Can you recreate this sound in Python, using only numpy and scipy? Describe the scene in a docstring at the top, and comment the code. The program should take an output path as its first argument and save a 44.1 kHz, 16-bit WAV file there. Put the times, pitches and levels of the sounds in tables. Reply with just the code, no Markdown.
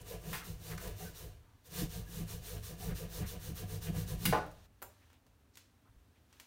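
"""Sawing through a strip of wood

A thin hand saw cuts a strip of wood held in a small vise on a table, in short quick strokes.
The teeth tear noisy fibres and push in regular pulses; resonances make the strip and table shake.
The blade squeaks and scrapes, then the strip snaps through and the offcut drops and clacks.
A few light clicks of handling follow, made of short noise bursts and dying tones.
Soft bumps and brushing, echoes of a small room, a low rumble and a faint hiss lie around them."""
import sys
import numpy as np
from scipy import signal
from scipy.io import wavfile
from scipy.ndimage import uniform_filter1d

SR = 44100
rng = np.random.default_rng(int(sys.argv[2]) if len(sys.argv) > 2 else 0)


def dump_mix(stems):
    """Bounce the given channels to the path in sys.argv[1] as a 16-bit WAV at rate SR."""
    frames = np.atleast_2d(stems).T  # one column per channel
    limited = np.clip(frames, -1, 1)  # hard clip at full scale
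    pcm = np.round(limited * 32767).astype(np.int16)
    wavfile.write(sys.argv[1], SR, pcm)


N = 285018
TIME = np.arange(N) / SR

# Level columns in all tables are settings; the functions may trim them further.
# Strokes of the saw, out and back by turns: start_s, length_s, rasp_db (teeth), rasp_peak (0-1 of the
# stroke), ring_db (strip), drum_db (table top), thump_db (table frame), bind (0-1, where the blade binds)
STROKES = [(0.035, 0.15, -50.8, 0.36, -48.5, -49.3, -47.6, 0.58),
           (0.185, 0.237, -48.6, 0.72, -52.3, -43.5, -50.0, 0.27),
           (0.422, 0.148, -52.0, 0.15, -55.9, -45.2, -44.7, 0.28),
           (0.57, 0.202, -50.5, 0.59, -52.3, -42.3, -47.1, 0.7),
           (0.772, 0.168, -50, 0.25, -47.8, -48.3, -44.1, 0.41),
           (0.94, 0.19, -50.7, 0.36, -52.5, -46.9, -51.0, 0.33),
           (1.13, 0.18, -52.3, 0.15, -55.5, -53.3, -48.6, 0.5),
           (1.63, 0.062, -58.5, 0.55, -63, -58, -58, 0.6),
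           (1.692, 0.172, -42.8, 0.56, -47, -35, -43.2, 0.62),
           (1.864, 0.178, -50, 0.38, -53.7, -45, -43.6, 0.48),
           (2.042, 0.213, -50.2, 0.57, -53.6, -39, -44.9, 0.7),
           (2.255, 0.144, -48.6, 0.28, -52.9, -47.7, -45.2, 0.39),
           (2.4, 0.213, -48.9, 0.32, -51.1, -49.5, -44.4, 0.59),
           (2.613, 0.146, -49.4, 0.18, -54.1, -45.9, -51.4, 0.58),
           (2.759, 0.181, -49.2, 0.35, -48.3, -37.5, -39.1, 0.65),
           (2.939, 0.132, -48.5, 0.13, -50, -42.7, -47.3, 0.55),
           (3.071, 0.175, -47.9, 0.5, -49.0, -39.6, -40.4, 0.7),
           (3.246, 0.122, -47.4, 0.23, -51.0, -46.6, -46.1, 0.77),
           (3.368, 0.168, -50.4, 0.49, -55.0, -42.5, -44.4, 0.67),
           (3.537, 0.113, -48.0, 0.26, -50.3, -44.1, -42.0, 0.69),
           (3.65, 0.153, -50.6, 0.44, -50.6, -43.0, -42.3, 0.38),
           (3.803, 0.109, -47.6, 0.18, -48.1, -33.2, -40.2, 0.66),
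           (3.912, 0.142, -48.1, 0.49, -48.4, -35.2, -38.6, 0.18),
           (4.054, 0.114, -48.1, 0.24, -49.1, -38.1, -38.9, 0.42),
           (4.168, 0.171, -45.3, 0.52, -49.5, -30.8, -40.2, 0.51)]
# Colour of the tearing teeth: pitch_hz, level_db (per Hz)
RASP = [(530, -39), (900, -6.5), (1000, -6), (1410, -7), (1720, -3.5), (2120, -9), (2630, -4), (3860, -0.5),
        (5040, -4), (5890, -1), (7680, -4.5), (9650, -2), (10400, -6), (15100, 0.5), (16000, -8)]
# Resonances of the table's frame: pitch_hz, width_hz (of one pass of the filter), level_db
FRAME_MODES = [(53, 20, 2), (70, 20, 1), (85, 12, -1.5), (99, 13, 2)]
# Colour of the wooden offcut, also used for dull knocks: pitch_hz, level_db (per Hz)
OFFCUT = [(100, -33), (300, -4.5), (500, 0.5), (900, 0.5), (1500, -7.5), (2100, -15.5), (3500, -23.5),
          (6000, -32.5), (10000, -51), (16000, -32.5)]


def saw(rasp_db=0.3, wood_db=0.5, top_db=1.5, frame_db=1.7, slow_db=-10, wood_push=0.82, table_push=1.0):
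    """Tearing fibres hiss off the blade, ring the strip and shake the table."""
    # colour of the strip in the vise: pitch_hz, level_db (per Hz)
    wood_colour = [(150, -24), (230, -25.5), (310, -5), (420, -3.5), (560, -14), (700, -4), (850, -20.5),
                   (1200, -7.5), (1800, -11), (3000, -5), (6000, -25), (12000, -31)]
    # resonances of the strip: pitch_hz, width_hz (one pass), level_db
    wood_modes = [(290, 25, 6.5), (360, 22, 11), (443.6, 44.5, 14), (486.8, 31, 15), (610, 80, 6.5),
                  (667, 50.5, 8.5), (719, 27, 9.5), (1012, 88, 0), (1189, 32, -1), (1680, 70, -2.5)]
    # resonances of the table top: pitch_hz, width_hz (one pass), level_db
    table_modes = [(163, 14, 0), (175, 20, -6), (210, 40, -20), (265, 70, -26)]
    # how each layer swells in a stroke: sharpness (of the hump), turn_db (left at the turns),
    # delay_s, lag_s, fade_db_per_s (once the blade stops)
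    rasp_swell = (1.9, -16, 0, .011, 140)
    ring_swell = (3.0, -12.5, .012, .012, 90)
    drum_swell = (8, -16, .022, .016, 115)
    thump_swell = (3, -12, .025, .03, 55)

    _, _, rasps, peaks, rings, drums, thumps, bind = np.transpose(STROKES)
    place = stroke_at()
    rasp_gain = swell(place, rasps, peaks, rasp_swell)
    wood_gain = swell(place, rings, bind, ring_swell)
    # the heavy table takes longer to swell
    top_gain = swell(place, drums, bind, drum_swell)
    frame_gain = swell(place, thumps, bind, thump_swell)
    pushes, fibres, speed = teeth(along=place[1])

    # a fast blade sounds bright; a duller scrape lies below it and shows when the blade is slow
    bright = evened(through(fibres, colour(RASP)))
    dull = evened(through(fibres, colour(RASP, tilt_db=-2.5)))
    hiss = speed ** 0.905 * bright + amp(slow_db) * dull
    hiss = steadied(hiss + 0.5 * room(hiss), size=500)

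    # the tooth rate sweeps through the resonances of the strip
    strip = through(fibres, colour(wood_colour)) + resonate(fibres + wood_push * pushes, wood_modes)
    strip = steadied(strip, size=1000)

    # the vise hands the force on to the table top and its frame
    force = fibres + table_push * pushes
    drum = steadied(resonate(force, table_modes), size=1200)
    thump = steadied(resonate(force, FRAME_MODES), size=1600)

    blade_and_strip = amp(rasp_db) * rasp_gain * hiss + amp(wood_db) * wood_gain * strip
    table = amp(top_db) * top_gain * drum + amp(frame_db) * frame_gain * thump
    return blade_and_strip + table


def teeth(along, bite=0.61, between=0.67, grain_db=2.0):
    """The blade speeds up and slows in each stroke; every tooth gives a push and tears a burst of fibres."""
    tooth_hz, jitter = 489.2, 0.08  # teeth a second in mid-stroke, and their unevenness
    speed = abs(np.sin(np.pi * along))
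    wobble = evened(uniform_filter1d(rng.standard_normal(N), size=300))
    rate_hz = tooth_hz * (0.08 + 0.92 * speed) * np.exp(jitter * wobble)
    passed = np.cumsum(rate_hz) / SR  # teeth gone by so far

    # one pulse, of random strength, each time a whole tooth has passed
    pushes = np.diff(np.floor(passed), prepend=0) * rng.uniform(0.68, 1, N)
    pushes = signal.sosfilt(signal.butter(2, 35, "high", fs=SR, output="sos"), pushes)

    # grainy noise, strongest just after each tooth bites
    fibres = rng.standard_normal(N) * amp(grain_db * rng.exponential(1, N))
    fibres *= between + np.exp(-(passed % 1) / bite)
    return evened(pushes), evened(fibres), speed


def stroke_at():
    """For every sample: the stroke under way, how far along it is (0-1), and the seconds since it ended."""
    start, length = np.transpose(STROKES)[:2]
    index = np.maximum(np.searchsorted(start, TIME, side="right") - 1, 0)
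    since = TIME - start[index]
    return index, np.clip(since / length[index], 0, 1), np.maximum(since - length[index], 0)


def swell(place, db, peak, shape):
    """Gain of one layer: a hump in each stroke, highest at peak, lagging the blade and fading at rest."""
    index, along, rest = place
    sharpness, turn_db, delay, lag, fade_db = shape
    peak = np.clip(peak, 0.05, 0.95)[index]
    climb = np.minimum(along / peak, (1 - along) / (1 - peak))
    hump = np.sin(np.pi / 2 * climb) ** sharpness
    gain = amp(db[index] - fade_db * rest) * (hump + (1 - hump) * amp(turn_db))
    # smooth the gain, then delay it
    keep = np.exp(-1 / (lag * SR))
    smooth = signal.lfilter([1 - keep], [1, -keep], gain, zi=[keep * gain[0]])[0]
    return np.interp(TIME - delay, TIME, smooth)


def squeaks(width_hz=80, sag=0.033):
    """The blade squeaks in the cut and the strip moans briefly: noise in a narrow resonance, its pitch sagging."""
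    # squeaks and moans: start_s, length_s, pitch_hz (mid-squeak), level_db
    songs = [(.1, .055, 470, -47), (.995, .06, 745, -55), (1.04, 0.071, 1540, -56.5),
             (2.06, .035, 1680, -63), (2.8, .06, 735, -54), (2.995, .07, 490, -51.5)]
    out = np.zeros(N)
    for s, length, hz, db in songs:
        count = int(length * SR)
        tone = resonance(rng.standard_normal(SR // 2), hz, width_hz)
        # read the tone at a slowing pace, skipping its first 0.1 s
        pace = 1 + sag * np.linspace(0.5, -0.5, count)
        sung = np.interp(SR / 10 + np.cumsum(pace), np.arange(len(tone)), tone)
        add(out, s, amp(db) * steadied(sung, size=600) * signal.windows.tukey(count, 0.7))
    return out


def scrapes():
    """The side of the blade binds in the cut: short, very grainy friction noise."""
    # scrapes: start_s, length_s, centre_hz, level_db
    rows = [(0, .035, 9000, -63), (.39, .08, 1500, -60.5), (.69, 0.074, 1550, -56),
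            (.77, 0.022, 5870, -56.5), (1.76, .08, 4000, -55), (2.87, 0.092, 1500, -60),
            (3.2, 0.089, 1660, -60), (3.85, 0.056, 2200, -57.5)]
    return rubs(rows, spread=0.86, grain_db=5)


def snaps(grain_db=2, fade=0.38):
    """Fibres catch and snap: each snap is a quick run of breaking fibres, made of grainy noise."""
    # snaps: start_s, length_s, level_db, low_db (extra in the low mids)
    rows = [(.33, 0.028, -33.5, 11), (.712, .01, -48, 6), (0.778, 0.0073, -44.5, 15), (.875, .008, -47, 4),
            (4.254, 0.011, -24.2, -2.5), (4.28, 0.019, -47.5, 1.5)]
    # colour of a snap: pitch_hz, level_db (per Hz)
    snap_colour = [(200, -22), (600, -6), (1300, 3.5), (2400, 4), (4000, 1), (5500, -4.5), (8000, -4),
                   (11000, 0.5), (15500, 1)]
    out = np.zeros(N)
    for s, length, db, low_db in rows:
        u = np.linspace(0, 1, int(length * SR))
        noise = rng.standard_normal(len(u))
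        grains = amp(grain_db * np.minimum(rng.exponential(1, len(u)), 3))
        breaks = noise * grains * np.exp(-fade * u)
        spectrum = [(hz, level + low_db / (1 + (hz / 2300) ** 4)) for hz, level in snap_colour]
        add(out, s, amp(db) * blow(signal.fftconvolve(breaks, colour(spectrum))))
    return out


def offcut(clack_db=1, ring_db=-4):
    """The loose end lands and bounces: each contact clacks on the table top, which rings."""
    # landings: start_s, level_db
    landings = [(4.3262, -26), (4.332, -27), (4.346, -32.5), (4.36, -34.5), (4.373, -36.5)]
    # ringing of the table top: pitch_hz, level_db, t60_s (time to die by 60 dB)
    top_modes = [(307, -4, .27), (414, -6, .27), (452, -5, .3), (492, -1, .25), (565, -5, .28),
                 (615, 0, .32), (719, -5, .28), (858, -2, .2), (935, -7, .2), (1110, -8, .2),
                 (1197, -6, .27), (1398, -9, .2), (1477, -9, .25)]
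    out = np.zeros(N)
    for s, db in landings:
        add(out, s, amp(db + clack_db) * clatter(OFFCUT, decay=0.016, body_db=7))
        add(out, s, amp(db + ring_db) * ring(top_modes))
    return out


def handling(room_db=-2, knock_tilt_db=5):
    """Wood, vise and saw in the hands: a click, a wooden knock and a thin steel ring, with room echoes."""
    # contacts: start_s, click_db, knock_db, steel_db, bright_db (click tilt per octave above 1 kHz)
    contacts = [(4.464, -62, -78, -90.5, 7), (4.514, -63, -81, -97, 4), (4.8197, -51, -51, -82, 15),
                (4.825, -43.5, -46, -52, 7.5), (4.83, -63, -53, -69, 3.5), (5.102, -70, -75, -85, -7),
                (5.131, -72, -66, -89, 0), (5.266, -72.5, -73.5, -85, -1), (5.556, -61, -74, -87, 1),
                (5.571, -63.5, -74, -87, -1), (5.573, -53.5, -74.5, -88, -.5),
                (6.328, -64.5, -81, -91, -3.5), (6.399, -53, -64, -80, -0.5), (6.402, -67, -77, -83, -2.5)]
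    # colour of a click: pitch_hz, level_db (per Hz)
    click_colour = [(300, -21.5), (1000, -7.5), (2000, -1), (3300, -1.5), (5000, -3.5), (7000, -3),
                    (10500, -7), (15500, -6)]
    # ringing of the steel: pitch_hz, level_db, t60_s (time to die by 60 dB)
    steel_modes = [(7300, 0, .28), (7390, -5, .2), (9039, -9, .25), (10230, -5, .05), (13050, 3, .2),
                   (13300, 1, .17), (14400, -1, .17), (14600, 2, .2)]
    near, sent = np.zeros((2, N))
    for s, click_db, knock_db, steel_db, bright_db in contacts:
        click = clatter(click_colour, decay=0.0041, body_db=4, tilt_db=bright_db)
        add(near, s, amp(click_db) * click)
        knock = clatter(OFFCUT, decay=0.01, body_db=-1.5, tilt_db=knock_tilt_db)
        add(near, s, amp(knock_db) * knock)
        add(near, s, amp(steel_db) * ring(steel_modes))
        # the room gets only the bare contacts
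        add(sent, s, amp(click_db) * blow(colour(click_colour, bright_db)))
        add(sent, s, 0.83 * amp(knock_db) * blow(colour(OFFCUT, knock_tilt_db)))
    return near + amp(room_db) * room(sent)


def clatter(spectrum, decay, body_db, tilt_db=0):
    """A sharp contact, then dense vibration: one pulse plus quickly dying noise (decay in seconds)."""
    t = np.arange(SR // 5) / SR
    contact = blow(rng.standard_normal(len(t)) * np.exp(-t / decay)) * amp(body_db)
    contact[0] += blow(np.ones(1))[0]
    return blow(signal.fftconvolve(contact, colour(spectrum, tilt_db)))


def ring(modes):
    """A struck body rings: half a second of dying sines that start at random phases."""
    t = np.arange(SR // 2) / SR
    total = np.zeros(len(t))
    for hz, db, t60 in modes:
        total += amp(db - 60 * t / t60) * np.sin(2 * np.pi * (hz * t + rng.random()))
    return blow(total)


def rustles():
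    """Sleeves and fingers brush softly: quiet friction noise with a mild grain."""
    # brushes: start_s, length_s, centre_hz, level_db
    rows = [(1.36, .28, 1100, -79), (4.99, .08, 2050, -77), (5.09, 0.11, 2600, -79),
            (5.53, 0.042, 5000, -74.5), (5.83, 0.091, 1180, -76), (6.13, 0.077, 2390, -81)]
    return rubs(rows, spread=0.79, grain_db=2.5)


def rubs(rows, spread, grain_db):
    """Brief grainy friction that swells and fades around one broad resonance."""
    out = np.zeros(N)
    for s, length, hz, db in rows:
        count = int(length * SR)
        noise = rng.standard_normal(count)
        grains = noise * amp(grain_db * np.minimum(rng.exponential(1, count), 4))
        rub = resonance(grains, hz, spread * hz) * np.hanning(count)
        add(out, s, amp(db) * evened(rub))
    return out


def bumps(length=0.038):
    """The saw jolts the table and the hands move about: gentle shoves of noise stir the table's frame."""
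    # bumps: start_s, level_db
    shoves = [(0, -44), (.885, -36), (1.46, -58), (2.6, -41), (4.543, -60), (4.825, -58), (5.28, -60),
              (5.869, -58), (5.943, -53), (6.009, -61.5)]
    out, count = np.zeros(N), int(length * SR)
    for s, db in shoves:
        # silence after the shove leaves time to ring
        shove = np.pad(rng.standard_normal(count) * np.hanning(count), (0, SR // 4))
        add(out, s, amp(db) * blow(resonate(shove, FRAME_MODES)))
    return out


def air(level_db=-68):
    """Low rumble of the room, plus a faint hiss of changing level; both are coloured noise."""
    # colour of the still room: pitch_hz, level_db (per Hz)
    air_colour = [(15, -52.5), (25, -22), (92, -2), (153, -19), (242, -14.5), (270, -13), (326, -21),
                  (545, -24.5), (624, -25), (2220, -34), (2410, -34), (3820, -42), (16000, -42.5)]
    # points along the level of the faint hiss: time_s, level_db
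    hiss_levels = [(1.55, -77), (4.3, -72), (4.66, -68.5), (4.675, -84), (4.9, -74.5), (5.1, -74),
                   (5.2, -82.5), (6.28, -79), (6.34, -70.5), (6.46, -72)]
    still = amp(level_db) * evened(through(rng.standard_normal(N), colour(air_colour)))
    hiss = evened(through(rng.standard_normal(N), colour(RASP, tilt_db=-4.5)))
    return still + amp(np.interp(TIME, *np.transpose(hiss_levels))) * hiss


def room(x, gap=0.0011):
    """Dense reflections of a small room: noise whose bands each die at their own speed, after gap seconds."""
    # how long the echoes last: pitch_hz, t60_s (time to die by 60 dB)
    echo_times = [(100, 0.38), (500, .42), (2000, 0.37), (6000, 0.41), (15000, 0.21)]
    hz, t, bands = signal.stft(rng.standard_normal(SR * 3 // 4), SR, nperseg=256)
    dying = amp(-60 * t / read(echo_times, hz)[:, None])
    tail = signal.istft(bands * dying, SR, nperseg=256)[1]
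    tail[:int(gap * SR)] = 0
    return through(x, tail / np.linalg.norm(tail))


def resonance(x, hz, width):
    """One resonance with a gain of about 1 at its peak, applied twice so that its flanks are steep."""
    pole = np.exp((2j * np.pi * hz - np.pi * width) / SR)
    return 2 * signal.lfilter([(1 - abs(pole)) ** 2], np.poly([pole, pole]), x).real


def resonate(x, modes):
    """A body with several resonances, each with its own peak gain."""
    return sum(amp(db) * resonance(x, hz, width) for hz, width, db in modes)


def colour(points, tilt_db=0, size=4096):
    """Response with the given spectrum, tilted per octave above 1 kHz, its energy as early as possible."""
    hz = abs(np.fft.fftfreq(size, 1 / SR))
    tilt = tilt_db * np.log2(np.maximum(hz, 1000) / 1000)
    log_gain = np.log(amp(read(points, hz) + tilt))
    # the Hilbert transform of the log gain gives the matching phase
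    return np.fft.ifft(np.exp(np.conj(signal.hilbert(log_gain)))).real


def through(x, response):
    """Passes x through an impulse response."""
    return signal.oaconvolve(x, response)[:N]


def read(points, hz):
    """Reads a table between its points on a log-frequency axis."""
    f, value = np.transpose(points)
    return np.interp(np.log(hz + 1), np.log(f + 1), value)


def amp(db):
    """Decibels to gain."""
    return 10 ** (np.asarray(db) / 20)


def evened(x):
    """Scales to an average strength (rms) of 1."""
    return x / np.sqrt(np.mean(x ** 2) + 1e-20)


def steadied(x, size):
    """Holds the rms near 1 all along, by dividing by the strength around each sample."""
    power = uniform_filter1d(uniform_filter1d(x ** 2, size), size)
    return x / np.sqrt(abs(power) + 1e-4 * np.mean(x ** 2))


def blow(x):
    """Scales a short sound to the energy of 10 ms at rms 1."""
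    return x * np.sqrt(SR / 100 / (np.sum(x ** 2) + 1e-20))


def add(mix, s, sound):
    """Mixes a sound in at time s (seconds)."""
    part = mix[max(round(s * SR), 0):][:len(sound)]
    part += sound[:len(part)]


def scene():
    """The saw and the small blows, with the room around them."""
    cutting = saw() + squeaks() + scrapes()
    cracks, knocks = snaps(), offcut()
    direct = cutting + amp(-3) * cracks + amp(-2.5) * knocks
    echo = room(amp(-18.5) * cutting + amp(-4.5) * cracks + amp(-8) * knocks)
    hands = amp(-1) * handling() + rustles() + bumps()
    return (direct + echo + hands + air())[None]


def record(dry):
    """A steep low-pass filter removes the highest treble."""
    edge_hz = 15900
    low_pass = signal.firwin(511, edge_hz, window=("kaiser", 9), fs=SR)
    return signal.oaconvolve(dry, low_pass[None], "same")


dry = scene()
out = record(dry)
dump_mix(out)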